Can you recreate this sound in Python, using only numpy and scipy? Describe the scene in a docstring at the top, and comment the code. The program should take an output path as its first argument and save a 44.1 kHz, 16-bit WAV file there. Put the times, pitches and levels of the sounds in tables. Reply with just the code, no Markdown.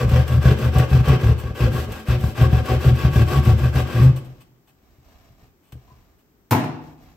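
"""Sawing a hole in a kitchen ceiling

A jab saw cuts a round hole in plasterboard, about six strokes a second: shaped grains make its hiss,
crunch and growl, and teeth that catch ring the low tones of the sheet. Crumbs snap off, fingers brush
the rim, and the saw drops in a cupboard, where its blows ring the shelf. Noise echoes add a hard
kitchen, soft noise its air, and a phone hears it all through two ports."""
import sys
import numpy as np
from scipy import signal
from scipy.fft import rfft, irfft
from scipy.io import wavfile
from scipy.ndimage import uniform_filter1d

SR = 44100
rng = np.random.default_rng(int(sys.argv[2]) if len(sys.argv) > 2 else 0)


def wav_record(signal):
    """Record a signal, one row per channel, as 16-bit PCM in the file named by sys.argv[1]."""
    frames = np.transpose(np.atleast_2d(signal))
    bounded = np.clip(frames, -1, 1)
    # unit amplitude maps onto the largest positive 16-bit level
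    quanta = np.round(bounded * 32767).astype(np.int16)
    wavfile.write(sys.argv[1], SR, quanta)


N = 315756  # length in samples
T = np.arange(N) / SR  # time in seconds
# All levels in the tables are relative: the functions that play them may add an overall level.


def gain(db):
    """Turn decibels into a plain multiplier."""
    return 10 ** (np.asarray(db) / 20)


def unit(x):
    """Scale to an rms of 1."""
    return x / np.sqrt(np.mean(x ** 2) + 1e-20)


def along(points, hz):
    """Read a curve of (f/Hz, value) points, with pitch on a log scale."""
    f, value = np.transpose(points)
    return np.interp(np.log(np.maximum(hz, 1)), np.log(f), value)


def convolve(x, response):
    """Let every sample of x set off the response; keep the length of x."""
    return signal.fftconvolve(x, response)[:len(x)]


def colour(points, rings=(), size=8192):
    """Make a unit-energy filter that only looks back: a smooth spectrum plus narrow peaks or dips."""
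    hz = np.fft.rfftfreq(size, 1 / SR)
    db = along(points, hz)
    for f, width, lift in rings:
        db = db + lift / (1 + ((hz - f) / (width / 2)) ** 2)
    # folding the cepstrum forward in time gives the minimum-phase response
    cepstrum = irfft(np.log(gain(db)))
    cepstrum[1:size // 2] *= 2
    cepstrum[size // 2 + 1:] = 0
    return unit(irfft(np.exp(rfft(cepstrum)))) / np.sqrt(size)


def fade(t60):
    """Die away for one second, falling 60 dB in every t60 seconds."""
    return np.exp(-np.log(1000) * T[:SR] / t60)


def mode(hz, t60):
    """Ring one struck tone as a dying sine."""
    return np.sin(2 * np.pi * hz * T[:SR]) * fade(t60)


def burst(t60):
    """Make dying noise of unit energy, with its spectrum evened out."""
    spectrum = rfft(rng.standard_normal(SR) * fade(t60))
    ripple = np.sqrt(uniform_filter1d(np.abs(spectrum) ** 2, int(2 / t60) + 1))
    even = irfft(spectrum / ripple)
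    return unit(even * fade(10 * t60)) / np.sqrt(SR)


def add(track, start, sound):
    """Mix a sound in at a time in seconds."""
    i = int(start * SR)
    track[i:i + len(sound)] += sound[:max(N - i, 0)]


def grains(rate, spread_db):
    """Scatter tiny cracks at random, about `rate` a second, in random sizes and signs."""
    size = gain(spread_db * np.minimum(rng.exponential(size=N), 4))
    return unit((rng.random(N) < rate / SR) * size * rng.choice([-1, 1], N))


def swell(start, length, peak, power):
    """Rise to a peak (a share of the length) and fall to nothing; cut off what lies before time 0."""
    shape = np.interp(T[:int(length * SR)] / length, [0, np.clip(peak, .1, .9), 1], [0, 1, 0])
    return unit(np.sin(np.pi / 2 * shape) ** power)[max(0, int(-start * SR)):]


def slides(rows, grit, peak, power):
    """Rub grainily: pressure swells and fades with each pass and sets how loud the grains are."""
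    pressure = np.zeros(N)
    for start, length, db in rows:
        add(pressure, start, gain(db) * swell(start, length, peak, power))
    return pressure * grit


def squeals(rows, hz, t60):
    """Squeal: friction noise feeds one narrow tone for the length of each slip."""
    track = np.zeros(N)
    for start, length, db in rows:
        slip = swell(start, length, 0.39, power=0.81)
        tone = convolve(rng.standard_normal(SR), mode(hz, t60))[:len(slip)]
        add(track, start, gain(db) * slip * unit(tone))
    return track


# how long the kitchen rings at each pitch: (f/Hz, t60/s)
KITCHEN_DECAY = [(100, 0.61), (250, 0.88), (700, 0.72), (1500, 0.62), (4000, 0.61), (8000, 0.4),
                 (14000, 0.22)]


def room(x, cupboard_db, kitchen_db, cupboard_t60=0.073):
    """Add quick cupboard echoes and a slower kitchen tail; direct sound goes mostly to mid, little to side."""
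    hz = np.fft.rfftfreq(SR, 1 / SR)
    out = []
    for direct in (1, 0.044):  # mid, then side
        noise = rfft(rng.standard_normal(SR))
        tail = 0
        for k, (_, t60) in enumerate(KITCHEN_DECAY):
            # this band is full at its own pitch and blends into its neighbours
            band = along([(f, j == k) for j, (f, _) in enumerate(KITCHEN_DECAY)], hz)
            tail = tail + irfft(noise * band) * fade(t60)
        tail = tail * np.minimum(T[:SR] / 0.015, 1) * np.sqrt(20 / SR)  # builds up over 15 ms
        echoes = gain(cupboard_db) * burst(cupboard_t60) + gain(kitchen_db) * tail
        out.append(direct * x + convolve(x, echoes))
    return np.array(out) / np.sqrt(1 + gain(cupboard_db) ** 2 + gain(kitchen_db) ** 2)


# spectrum of the still air in the kitchen: (f/Hz, level/dB)
AIR_COLOUR = [(18, -46.5), (30, -5.5), (284, -9.5), (324, -12), (410, -10), (455, -18.5), (970, -24.5),
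              (1140, -25), (4000, -37.5), (10200, -37.5), (15500, -30.5)]


def kitchen_air(level_db=-61):
    """Fill mid and side with steady, separate noises in the colour of still air."""
    return gain(level_db) * np.array([convolve(rng.standard_normal(N), colour(AIR_COLOUR)) for _ in range(2)])


# saw strokes, in and out by turns, each lasting until the next:
# (t/s, blade hiss level/dB, force level/dB, judder level/dB, deepest bite [share of the stroke])
STROKE_ROWS = [(-0.075, -44.5, -34.5, -17.5, 0.86), (0.059, -47.5, -35, -13, .58),
               (0.246, -48.5, -39, -14.5, .66), (0.393, -46, -33, -12, 0.7),
               (0.553, -47.5, -37.5, -18, .66), (0.706, -48, -34, -13.5, 0.53),
               (0.871, -47.5, -37, -11.5, 0.62), (1.02, -47.5, -33, -12.5, 0.67),
               (1.176, -50, -37.5, -12.5, .6), (1.344, -60, -46.5, -27.5, 0.74),
               (1.538, -47, -36, -15.5, 0.73), (1.697, -45, -39, -23.5, .36), (1.867, -52.5, -45, -31, 0.2),
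               (2.049, -47.5, -36.5, -17, .7), (2.171, -48.5, -44.5, -20.5, .44),
               (2.342, -46, -34, -12, 0.62), (2.482, -50, -37.5, -15.5, .68),
               (2.624, -46.5, -35, -18.5, 0.7), (2.779, -45, -35.5, -11.5, .8),
               (2.927, -47.5, -36, -15, 0.91), (3.099, -44, -35, -12, 0.72), (3.251, -43.5, -34, -16, 0.67),
               (3.416, -45, -34.5, -11.5, 0.69), (3.544, -49, -40, -16, 0.62),
               (3.717, -44.5, -34, -18, 0.6), (3.838, -49, -37, -15, .55)]
SAW_STOPS_S = 4.113
ENGAGE_S = .034  # from the start of a stroke to its first snapping tooth


def strokes():
    """Give each stroke its length, up to the next turn: (start, length, hiss, force, judder, deepest)."""
    ends = [row[0] for row in STROKE_ROWS[1:]] + [SAW_STOPS_S]
    return [(start, end - start, *rest) for (start, *rest), end in zip(STROKE_ROWS, ends)]


# the two low tones of the ceiling sheet: (f/Hz, t60/s)
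DRUM, SAG = (125.8, 0.056), (77.8, 0.29)


def judder(length, hz, drum, sag, jitter=.11, scatter_db=6.5, limp=0.43, arch=0.21):
    """Teeth catch and let go unevenly, kicking the sheet; return its boom and the jerks."""
    count = max(2, int(round(length * hz)))
    # the more the drum tone outweighs the sag tone, the more evenly the teeth catch
    chance = rng.standard_normal((32, 2))[:count] * min(gain((sag - drum) / 2), 1)
    catches_s = (np.cumsum(1 + jitter * chance[:, 0]) - 1).clip(0) / hz
    at = (catches_s * SR).astype(int)
    grip = np.sin(np.pi * (np.arange(count) + .5) / count) ** arch
    size = gain(scatter_db * chance[:, 1])
    strong_weak = 1 + limp * (-1) ** np.arange(count)
    kicks, sway, boom = np.zeros((3, SR // 2))
    kicks[at] = grip * size
    sway[at] = grip * (size * strong_weak - size.mean())
    span = slice(SR // 200, int(length * SR) + SR // 100)  # where loudness is set
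    # every catch drives the drum tone; their unevenness rocks the lower sag tone
    for push, ring, db in ((kicks, DRUM, drum), (sway, SAG, sag)):
        radiation = signal.butter(1, [ring[0] / 2, ring[0] * 2], "bandpass", fs=SR, output="sos")
        motion = signal.sosfilt(radiation, convolve(push, mode(*ring)))
        boom += motion * gain(db) / np.std(motion[span])
    return boom, kicks * gain(drum / 2)


# on the last stroke the blade jams and locks on to the sheet:
# (t/s, length/s, catches f/Hz, drum level/dB, sag level/dB)
JAM_SPELL = (4, .116, 128, -8.5, -28.5)
CATCH_HZ, CATCH_SPREAD = 121.2, 0.065  # catches a second, near the drum tone, and their random share
JUDDER_S, JUDDER_LEAD = .1, .5  # length of a spell, and its share before the deepest bite
SAG_DB, SAG_DB_PER_DB = -6.5, 0.82  # the sag tone grows more slowly than the judder that drives it


def sheet(drum_db=-0.36):
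    """Shake the ceiling sheet around the deepest bite of every stroke, and hardest in the jam."""
    boom, jerks = np.zeros((2, N))
    spells = []
    for start, length, _, _, db, deepest in strokes():
        onset = start + deepest * length - JUDDER_LEAD * JUDDER_S
        catch_hz = CATCH_HZ * (1 + CATCH_SPREAD * rng.standard_normal())
        spells.append((onset, JUDDER_S, catch_hz, db + drum_db, SAG_DB + SAG_DB_PER_DB * db))
    for onset, *spell in spells + [JAM_SPELL]:
        for track, sound in zip((boom, jerks), judder(*spell)):
            add(track, max(onset, 0), sound)
    return boom, jerks


# the blade binds in the cut and sings: (t/s, length/s, level/dB)
SINGING_SLIPS = [(.45, .129, -45), (1.06, 0.13, -40), (2.66, 0.066, -36.5), (3.13, 0.095, -41),
                 (3.29, .145, -35.5), (3.615, .074, -39)]


def singing_blade(blade_hz=1123):
    """Sing when the blade binds: friction feeds its one narrow tone."""
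    return room(squeals(SINGING_SLIPS, blade_hz, t60=0.51), cupboard_db=-14, kitchen_db=-20.5)


# narrow resonances (and a dip) of board, cupboard and blade: (f/Hz, width f/Hz, lift level/dB)
BODY_RINGS = [(219.8, 11, 10.5), (242.5, 16, 6.5), (363, 13, 3.5), (464, 12, 1.5), (529, 81, 8),
              (594, 43, 5), (749, 39.2, 12.5), (870, 23, 5.5), (1121, 58, 9), (1205, 22, 0.5),
              (1613, 96, 8), (1900, 38, -16), (2574, 69, 7), (2860, 34, 4), (3094, 130, 8.5)]
# spectrum of the growling board: (f/Hz, level/dB)
BOARD_COLOUR = [(50, -22), (100, -12.5), (150, 5.5), (210, -1.5), (300, 2), (450, -5), (600, -6),
                (800, -12.5), (1200, -14), (2500, -43)]
# spectrum of crunching gypsum: (f/Hz, level/dB)
CRUNCH_COLOUR = [(400, -19.5), (900, -2.5), (1400, -1.5), (1900, -3.5), (3100, -8.5), (3700, -13),
                 (5500, -17), (9000, -32)]
# spectrum of the blade's hiss: (f/Hz, level/dB)
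HISS_COLOUR = [(1500, -23.5), (3500, 2), (5500, -4.5), (7000, -3), (8500, -0.5), (10500, 2), (12000, 1.5),
               (14000, -4.5), (15700, -2)]
FASTEST = 0.48  # share of a stroke at which the blade moves fastest
SLACK_DB = -1  # the blade slides lightly after each turn, for ENGAGE_S
# the board beside the cut loosens as the saw advances, so its resonance sinks
RIM_HZ, RIM_FALL_HZ_PER_S, RIM_WIDTH_HZ, RIM_DB = 459, 30.4, 160, 7.5


def saw(hiss_db=3.0, crunch_db=1, board_db=6.0, knock_db=-7.0, chatter=0.13, tooth_t60=0.034, crumble_db=1.5):
    """Turn blade speed into hiss, and force and depth of bite into crunch and the growl of the board."""
    boom, jerks = sheet()
    # gypsum breaks in a spray after each jerk, and gives way in uneven lumps
    spray = convolve(jerks, fade(tooth_t60)).clip(0)
    lumps = unit(uniform_filter1d(rng.standard_normal(N), size=400))
    teeth = (1 + chatter * unit(spray)) * gain(crumble_db * lumps)
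    teeth = teeth / np.sqrt(uniform_filter1d(teeth ** 2, SR // 20))  # even out slow changes
    fine = teeth * grains(rate=12000, spread_db=1.0)
    coarse = teeth * grains(rate=2400, spread_db=0.5)
    heavy = teeth * grains(rate=2000, spread_db=0.7)
    rasp = gain(knock_db) * convolve(jerks, colour(BOARD_COLOUR, BODY_RINGS))
    for s, length, hiss, db, _, deepest in strokes():
        # each stroke bears on a new spot of the rim and wakes the resonances differently
        rings = [(hz, width, lift * rng.uniform(.5, 1.4)) for hz, width, lift in BODY_RINGS]
        rings.append((RIM_HZ - RIM_FALL_HZ_PER_S * s, RIM_WIDTH_HZ, RIM_DB))
        speed = gain(hiss + hiss_db) * swell(s, length, FASTEST, power=0.8)
        bite = gain(db + crunch_db) * swell(s, length, (FASTEST + deepest) / 2, power=.9)
        load = gain(db + board_db) * swell(s, length, deepest, power=1.1)
        start = max(s, 0)
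        contact = gain(SLACK_DB * (start + T[:len(speed)] < s + ENGAGE_S))
        layers = ((speed, fine, colour(HISS_COLOUR)),
                  (bite, coarse, colour(CRUNCH_COLOUR, rings)),
                  (load, heavy, colour(BOARD_COLOUR, rings)))
        for force, grit, body in layers:
            rubbing = contact * force * grit[int(start * SR):][:len(force)]
            add(rasp, start, signal.fftconvolve(rubbing, body))
    booming = room(boom, cupboard_db=-24, kitchen_db=-14.5)
    return booming + room(rasp, cupboard_db=-3.5, kitchen_db=-4.5) + singing_blade()


# the blade and loose crumbs scrape lightly along the rim: (t/s, length/s, level/dB)
SCRAPE_PASSES = [(1.375, 0.058, -45.5), (4.015, .06, -42), (4.156, .04, -45), (4.243, 0.031, -55.5),
                 (4.4, 0.038, -56.5), (4.668, 0.051, -62.5), (5.61, 0.18, -68.5), (6.18, .045, -69)]


def scrapes():
    """Scrape the rim lightly with swelling trains of small cracks."""
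    return slides(SCRAPE_PASSES, grains(rate=3000, spread_db=2), peak=.25, power=1.2)


# crumbs of gypsum snap off and the blade ticks on the rim: (t/s, level/dB)
CRUMB_SNAPS = [(0.1153, -26), (0.279, -23.5), (0.4278, -31), (0.7837, -15.5), (1.0832, -19.5),
               (1.9206, -22.5), (2.698, -34), (3.452, -28.5), (4.1636, -32), (5.7219, -33.5)]
# spectrum of a snap or scrape: (f/Hz, level/dB)
SNAP_COLOUR = [(200, -18), (700, 6.5), (1500, 2.5), (3000, 2.5), (6000, -7), (9000, 1), (13000, -0.5),
               (16000, -5)]


def snaps(snap_db=13.0, t60=0.039, first_tooth_db=6, scatter_db=2):
    """Crack gypsum in short noise bursts, at first teeth and loose crumbs, along with the scrapes."""
    track = scrapes()
    first_teeth = [(start + ENGAGE_S, force + first_tooth_db + scatter_db * rng.standard_normal())
                   for start, _, force, _, _ in STROKE_ROWS if start > 0]
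    for start, db in CRUMB_SNAPS + first_teeth:
        add(track, start, gain(db + snap_db) * burst(t60))
    return room(convolve(track, colour(SNAP_COLOUR, BODY_RINGS)), cupboard_db=-2, kitchen_db=-6.5)


# fingers brush the rim, sleeves the cupboard: (t/s, length/s, level/dB)
BRUSH_PASSES = [(4.05, 0.45, -53), (4.75, 0.38, -60), (5.02, 0.39, -53.5), (5.37, .14, -53.5),
                (5.72, 0.48, -56.5), (6.8, 0.16, -50), (6.96, .22, -51.5)]
# spectrum of rubbing skin and cloth: (f/Hz, level/dB)
RUB_COLOUR = [(60, 13.5), (130, 7), (400, -11.5), (700, -5), (1100, -11.5), (2000, -14.5), (5000, -22),
              (9000, -27), (13000, -22), (16000, -35.5)]
# hands bump the sheet: (t/s, level/dB)
HAND_BUMPS = [(4.985, -45), (5.306, -43.5), (5.431, -46), (5.728, -31), (5.754, -30.5), (5.918, -42),
              (5.975, -49)]
# spectrum of the soft pat in a bump: (f/Hz, level/dB)
PAT_COLOUR = [(80, -2.5), (200, 3.0), (450, 5.5), (1200, -29), (4000, -38), (12000, -37.5)]
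# a fingertip squeaks off the rim: (t/s, length/s, level/dB)
SQUEAK_SLIPS = [(5.868, .08, -61)]


def hands(sag_db=-5, pat_db=6, thud_t60=0.152, squeak_hz=1010):
    """Bump two low tones softly with a pat, rub in coloured grains, and squeak once on a narrow tone."""
    thuds = np.zeros(N)
    brushing = slides(BRUSH_PASSES, grains(rate=750, spread_db=-0.5), peak=0.34, power=0.79)
    rub = convolve(brushing, colour(RUB_COLOUR))
    for start, db in HAND_BUMPS:
        thud = mode(125.7, thud_t60) + gain(sag_db) * mode(78, thud_t60)
        add(thuds, start, gain(db) * thud)
        pat = convolve(burst(0.043), colour(PAT_COLOUR))
        add(rub, start, gain(db + pat_db) * pat)
    rub += squeals(SQUEAK_SLIPS, squeak_hz, t60=0.066)
    return room(thuds, cupboard_db=-19, kitchen_db=-18.5) + room(rub, cupboard_db=1.5, kitchen_db=-5.5)


# the saw lands and rattles to rest: (t/s, level/dB, brightness level/dB)
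LANDING_BLOWS = [(6.5096, -3.5, 1), (6.513, -6, -1), (6.5205, 4.5, -14), (6.530, 1, -24), (6.549, -2, -26),
                 (6.577, -7, -35), (6.640, -9, -34)]
# ringing tones of the cupboard shelf: (f/Hz, level/dB, t60/s)
SHELF_TONES = [(108.2, -1.5, 0.4), (153.4, -2.5, 1), (206, -22, 0.82), (250.4, 2.5, 0.28), (460, -20, 0.92),
               (730, -18, 1.0), (723, -15, 0.69), (844, -8, 0.43), (880, -19, 0.46), (968, -24, 0.73),
               (1050, -25, 0.58), (1440, -11, 0.088), (1620, -28, 0.81), (2760, -36, 0.41)]
# spectrum of the clack: (f/Hz, level/dB)
CLACK_COLOUR = [(70, -11.5), (110, 11), (300, 7), (520, -4.5), (850, 2), (1300, -5.5), (2200, -8.5),
                (3500, -15.5), (5200, -18), (8000, -18.5), (9500, -8), (12000, -12), (14000, -8),
                (16000, -19)]


def dropped_saw(clack_db=13.5, shelf_db=-27, dull_hz=1800, clack_t60=.062):
    """Strike the shelf: two bright first clicks, then the heaviest blow, then duller, weakening rattles."""
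    blows, clack = np.zeros(N), np.zeros(N)
    lowpass = signal.butter(1, dull_hz, fs=SR, output="sos")
    for start, db, bright_db in LANDING_BLOWS:
        add(blows, start, gain([db]))
        crack = burst(clack_t60)
        dull = signal.sosfilt(lowpass, crack)
        add(clack, start, gain(db) * (dull + gain(bright_db) * (crack - dull)))
    ringing = sum(gain(db + shelf_db) * mode(hz, t60) for hz, db, t60 in SHELF_TONES)
    shelf = room(convolve(blows, ringing), cupboard_db=-20, kitchen_db=-14)
    clack = gain(clack_db) * convolve(clack, colour(CLACK_COLOUR))
    return shelf + room(clack, cupboard_db=-5, kitchen_db=-1.0)


# how strongly the side signal is let through: (f/Hz, level/dB)
SIDE_WIDTH = [(60, -4), (130, -14.5), (250, -9), (500, -6), (1000, -1), (2000, -0.5), (6000, 2.5),
              (8500, -3), (9500, -35.5), (11500, -14.5), (13500, -21), (15500, -1.5)]


def scene():
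    """Sum all sources as mid and side, then open them out to left and right."""
    mid, side = saw() + snaps() + hands() + dropped_saw() + kitchen_air()
    hz = np.fft.rfftfreq(2 * N, 1 / SR)
    side = irfft(rfft(side, 2 * N) * gain(along(SIDE_WIDTH, hz)))[:N]
    return np.array([mid + side, mid - side])


# how much louder the left port is than the right: (f/Hz, level/dB)
PORT_BALANCE = [(100, 1.37), (1000, 1.3), (2200, -1), (4000, 2), (5500, 7), (7000, 1.5), (8300, 4),
                (9500, 0)]
# how far the right port is turned ahead in phase: (f/Hz, lead [turns])
PORT_LEAD = [(7200, 0), (8500, .2), (9200, .48), (10800, .53), (12400, 1), (14400, 1), (15700, 1.5)]


def record(dry):
    """Hear through a phone's two ports, unlike in level and treble phase; cut deep bass and extreme top."""
    hz = np.fft.rfftfreq(2 * N, 1 / SR)
    tilt = gain(along(PORT_BALANCE, hz) / 2)
    ports = np.array([tilt, np.exp(2j * np.pi * along(PORT_LEAD, hz)) / tilt])
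    heard = irfft(rfft(dry, 2 * N) * ports)[:, :N]
    heard = signal.sosfilt(signal.butter(3, 38, "highpass", fs=SR, output="sos"), heard)
    return signal.sosfilt(signal.ellip(10, .2, 80, 15750, fs=SR, output="sos"), heard)  # top at 15750 Hz


dry = scene()
out = record(dry)
wav_record(out)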